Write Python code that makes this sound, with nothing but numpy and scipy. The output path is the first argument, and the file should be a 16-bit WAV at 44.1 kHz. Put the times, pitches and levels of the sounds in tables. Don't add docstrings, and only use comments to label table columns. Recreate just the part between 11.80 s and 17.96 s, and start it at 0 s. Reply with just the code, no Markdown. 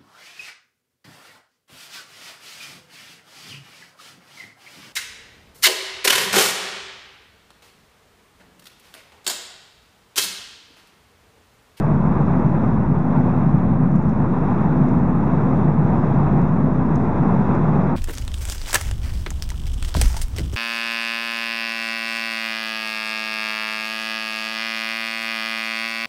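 import sys
import numpy as np
from scipy import signal
from scipy.io import wavfile
from scipy.ndimage import uniform_filter1d

SR = 44100
rng = np.random.default_rng(int(sys.argv[2]) if len(sys.argv) > 2 else 0)


def transcribe(signal):
    frames = np.atleast_2d(signal).T
    limited = np.clip(frames, -1, 1)
    pcm = np.round(limited * 32767).astype(np.int16)
    wavfile.write(sys.argv[1], SR, pcm)


def gain_from_decibels(decibels):
    exponent = np.asarray(decibels, float) / 20
    return 10 ** exponent


N = 271656


def evened(x):
    return x / np.sqrt(np.mean(x ** 2) + 1e-20)


def curve(rows):
    s, db = np.transpose(rows)
    return np.interp(np.arange(N) / SR, s, db)


def swells(rows):
    s, db, length = np.transpose(rows)[:, :, None]
    t = np.arange(0, N + 256, 256) / SR
    bumps = db * np.exp(-((t - s) / length) ** 2)
    return np.interp(np.arange(N) / SR, t, bumps.max(axis=0))


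def steadied(x, size, share):
    power = uniform_filter1d(uniform_filter1d(x ** 2, size=size), size=size)
    return evened(x / (power + 1e-6) ** (share / 2))


def coloured(points, patchy_db=0., flicker_db=0., size=1024):
    hop = size // 4
    hz = np.fft.rfftfreq(size, 1 / SR)
    frames = N // hop + 5
    a, b, patches = rng.standard_normal((frames, len(hz), 3)).T
    patches = uniform_filter1d(patches, size=10, axis=0)
    patches = evened(uniform_filter1d(patches, size=12, axis=1))
    flicker = evened(uniform_filter1d(rng.standard_normal(frames), size=4))
    f, db = np.transpose(points)
    colour_db = np.interp(np.log(hz + 1), np.log(f + 1), db, left=-100, right=-100)
    z = (a + 1j * b) * gain_from_decibels(colour_db[:, None] + patchy_db * patches + flicker_db * flicker)
    return evened(signal.istft(z, nperseg=size, noverlap=size - hop)[1][:N])


def ringing(hz, width_hz):
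    r = np.exp(-np.pi * width_hz / SR)
    slow = rng.standard_normal(N) + 1j * rng.standard_normal(N)
    slow = signal.lfilter([1], np.convolve([1, -r], [1, -r]), slow)
    return evened((slow * np.exp(2j * np.pi * hz * np.arange(N) / SR)).real)


# t/s, level/dB
WALL_ROAR = [(0, -27), (.2, -28.5), (.42, -27), (.9, -28.5), (1.1, -30.5), (1.38, -27.5), (2.2, -31.5),
             (2.69, -27), (3.33, -29), (3.55, -27), (3.8, -26.5), (3.98, -30), (4.08, -26.5), (4.6, -27),
             (4.72, -29), (5.0, -28.5), (5.5, -26), (6.16, -26.5)]


def roar_db():
    return curve(WALL_ROAR)


def with_roar(share):
    mean_db = -28.5
    return gain_from_decibels(share * (roar_db() - mean_db))


# f/Hz, level/dB
WIND_COLOUR = [(1800, -30), (2600, -1.5), (3500, 0.5), (4400, -5), (5400, -8), (6500, -8.5), (8100, -11.5)]


def wind():
    hiss = coloured(WIND_COLOUR, patchy_db=0.9, flicker_db=.6, size=512)
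    return gain_from_decibels(-57.5) * with_roar(1.2) * hiss


# t/s, peak level/dB
TRIM_TICKS = [(0.2374, -59), (1.1872, -54), (1.4044, -55), (1.7225, -60), (2.1161, -55), (2.157, -47),
              (2.1744, -57), (2.2233, -50), (2.2573, -55), (2.2932, -47), (2.3115, -56), (2.4144, -58),
              (2.9734, -55.5), (3.0374, -55), (3.0869, -48.5), (3.1916, -57), (3.5059, -60), (4.6164, -49),
              (4.9377, -58), (5.0649, -57), (5.1552, -40.5), (5.1954, -58), (5.234, -55), (5.2454, -55),
              (5.6654, -57), (5.7463, -51), (5.7514, -49), (5.8167, -55), (5.8476, -54)]


def tick_envelope():
    t = np.arange(3000) / SR
    envelope = np.zeros(N + 3000)
    stutter = 0.9 + .4 * np.cos(2 * np.pi * 420. * t)
    tail = gain_from_decibels(-10 - 60 * t / 0.087)
    onset = np.minimum(t / .0004, 1)
    for s, db in TRIM_TICKS:
        scrape_s = .002 + .0004 * max(db + 50, 0)
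        scrape = np.clip((scrape_s - t) / .001 + 1, 0, 1) * stutter
        envelope[round(s * SR):][:len(t)] += gain_from_decibels(db - 3.0) * (scrape + tail) * onset
    return envelope[:N]


# t/s, level over the steady buzz/dB, length/s
LOOSE_SPELLS = [
    (1.2, 1.5, .15),
    (2.22, 4, .13),
    (3.1, 4.5, .12),
    (4.6, 2.5, .05),
    (5.22, 3, .07),
    (5.67, 4, .02),
    (5.8, 2, .07),
]


def buzz_envelope():
    loose_db = swells(LOOSE_SPELLS)
    slips_per_s = 100. * gain_from_decibels(3. * loose_db)
    strength = gain_from_decibels(4. * np.minimum(rng.exponential(1, N), 4))
    slips = strength * (rng.random(N) < slips_per_s / SR)
    decay = gain_from_decibels(-60 * np.arange(800) / SR / .015)
    slips = signal.oaconvolve(slips, decay)[:N]
    return gain_from_decibels(-70 + loose_db) * with_roar(.5) * evened(1 + .15 * slips)


# f/Hz, level/dB
TRIM_COLOUR = [(2500, -26), (4000, -9.5), (5300, -2), (6500, 1), (8100, -5.5)]


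def trim():
    plastic = steadied(coloured(TRIM_COLOUR, size=256), size=40, share=.6)
    return np.hypot(tick_envelope(), buzz_envelope()) * plastic


# f/Hz, level/dB
TREAD_COLOUR = [(220, -32.5), (380, -5.5), (478, -5), (984, -5), (2310, -28.5), (2700, -31), (3510, -70.5),
                (5940, -120)]


def tread_roar():
    roar = coloured(TREAD_COLOUR, patchy_db=0.26, flicker_db=1.15)
    return gain_from_decibels(roar_db()) * steadied(roar, size=6000, share=0.66)


# t/s, level over the steady hum/dB, length/s
RIBBED_ROAD = [(.3, 7.5, 0.23), (.56, 12, 0.074), (.8, 10, 0.093), (1.43, 11.5, 0.19), (1.65, 12, 0.12),
               (2.02, 11, 0.17), (2.4, 9, .15), (2.81, 6, .08), (3.05, 13.5, 0.22), (3.3, 13.5, 0.089),
               (3.68, 11, 0.29), (4.0, 7.5, 0.17), (4.58, 10.5, .1), (5.0, 12.5, 0.34), (5.23, 15, 0.13),
               (5.5, 10.5, 0.13), (5.8, 6, 0.17), (6.14, 12, .1)]


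def tyre_hum():
    air_ring = ringing(253, width_hz=8.2)
    return gain_from_decibels(-36.5 + swells(RIBBED_ROAD)) * steadied(air_ring, size=3000, share=.8)


# t/s, level over the steady heave/dB, length/s
ROAD_DIPS = [
    (.3, 3.5, 0.26),
    (1., 4, 0.17),
    (2.1, 3.5, 0.31),
    (2.33, 5, 0.13),
    (3.35, 3, 0.32),
    (4.1, 3, 0.12),
    (4.5, 6, 0.18),
    (4.9, 2.5, 0.13),
    (5.4, 3, 0.28),
    (5.87, 2.5, .15),
]
# f/Hz, level/dB
HEAVE_COLOUR = [(8, -32.5), (20, -21.5), (32, -4), (42, -4.5), (49, -0.5), (57, -1.5), (64, -3.5),
                (73, -5.5), (95, -10.5), (130, -32)]


def heave():
    rocking = steadied(coloured(HEAVE_COLOUR, size=8192), size=5000, share=0.53)
    return gain_from_decibels(-33.5 + swells(ROAD_DIPS)) * rocking


# t/s, level/dB
ROAD_SHAKE = [(0, -18), (.2, -17.5), (.4, -18.5), (.55, -17), (.75, -18), (1., -17), (1.3, -18.5),
              (1.7, -16.5), (2.3, -17), (2.55, -20.5), (3.09, -16), (3.55, -19.5), (3.9, -16), (4.2, -18.5),
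              (4.58, -16), (5.25, -20), (5.68, -18), (6.16, -19)]
# f/Hz, level/dB
PANEL_COLOUR = [(45, -40), (72, -15.5), (110, -5.5), (150, 0), (200, -3.5), (250, -7.5), (268, -14),
                (285, -12), (350, -14.5), (430, -22.5), (520, -35.5), (680, -47), (1100, -100)]
# f/Hz, width/Hz, level/dB
CABIN_MODES = [(148, 13, -8), (177.8, 12, -11), (211.4, 14, -13.5), (343.7, 25, -25.5)]


def boom():
    body = coloured(PANEL_COLOUR, size=8192)
    for hz, width_hz, db in CABIN_MODES:
        body = body + gain_from_decibels(db) * ringing(hz, width_hz)
    low = signal.sosfiltfilt(signal.butter(4, 165, fs=SR, output="sos"), body)
    low_and_mid = signal.sosfiltfilt(signal.butter(4, 262, fs=SR, output="sos"), body)
    shake_db = curve(ROAD_SHAKE)
    floor_pan = gain_from_decibels(shake_db - 4) * steadied(low, size=5000, share=0.52)
    roof = gain_from_decibels(0.86 * shake_db - 8.5) * steadied(low_and_mid - low, size=5000, share=0.55)
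    small_panels = gain_from_decibels(-29.5) * with_roar(.8) * steadied(body - low_and_mid, size=4000, share=0.33)
    return floor_pan + roof + small_panels


def scene():
    return (wind() + trim() + tread_roar() + tyre_hum() + heave() + boom())[None]


CAMERA_RATE = 16000


def settled(b, a, x):
    return signal.lfilter(b, a, x, zi=signal.lfilter_zi(b, a) * x[0])[0]


# f/Hz, width/Hz
INPUT_NOTCHES = [(3004, 500), (4398, 900)]


def input_filter(x):
    for hz, width_hz in INPUT_NOTCHES:
        r = np.exp(-np.pi * width_hz / CAMERA_RATE)
        c = np.cos(2 * np.pi * hz / CAMERA_RATE)
        x = settled(np.array([1, -2 * c, 1]) * (1 + r) ** 2 / 4, [1, -2 * r * c, r * r], x)
    r = np.exp(-np.pi * 600 / CAMERA_RATE)
    return settled(np.array([1, 1]) * (1 + r) / 2, [1, r], x)


# f/Hz, level/dB
CIRCUIT_TONES = [(6222, -86), (7917, -88.5)]


def circuit_whine(count):
    t = np.arange(count) / CAMERA_RATE
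    return sum(gain_from_decibels(db) * np.sin(2 * np.pi * hz * t) for hz, db in CIRCUIT_TONES)


def band_limit(x):
    return signal.sosfilt(signal.butter(12, 15100, fs=SR, output="sos"), x)


def record(dry):
    count = N * CAMERA_RATE // SR
    mirrored = np.append(dry[0], dry[0, ::-1])
    x = input_filter(signal.resample(mirrored, 2 * count)[:count])
    x = x + circuit_whine(count)
    y = np.interp(np.arange(N) / SR, np.arange(count) / CAMERA_RATE, x)
    y = signal.sosfiltfilt(signal.butter(2, 8200., fs=SR, output="sos"), y)
    y = y + gain_from_decibels(-97) * rng.standard_normal(N)
    y = y - .0523
    y = y * np.minimum(np.arange(N, 0, -1) / 150, 1)
    opening = .11
    y = y + (opening - y[0]) * np.exp(-(np.arange(N) / 60) ** 2)
    return band_limit(y[None])


dry = scene()
out = record(dry)
transcribe(out)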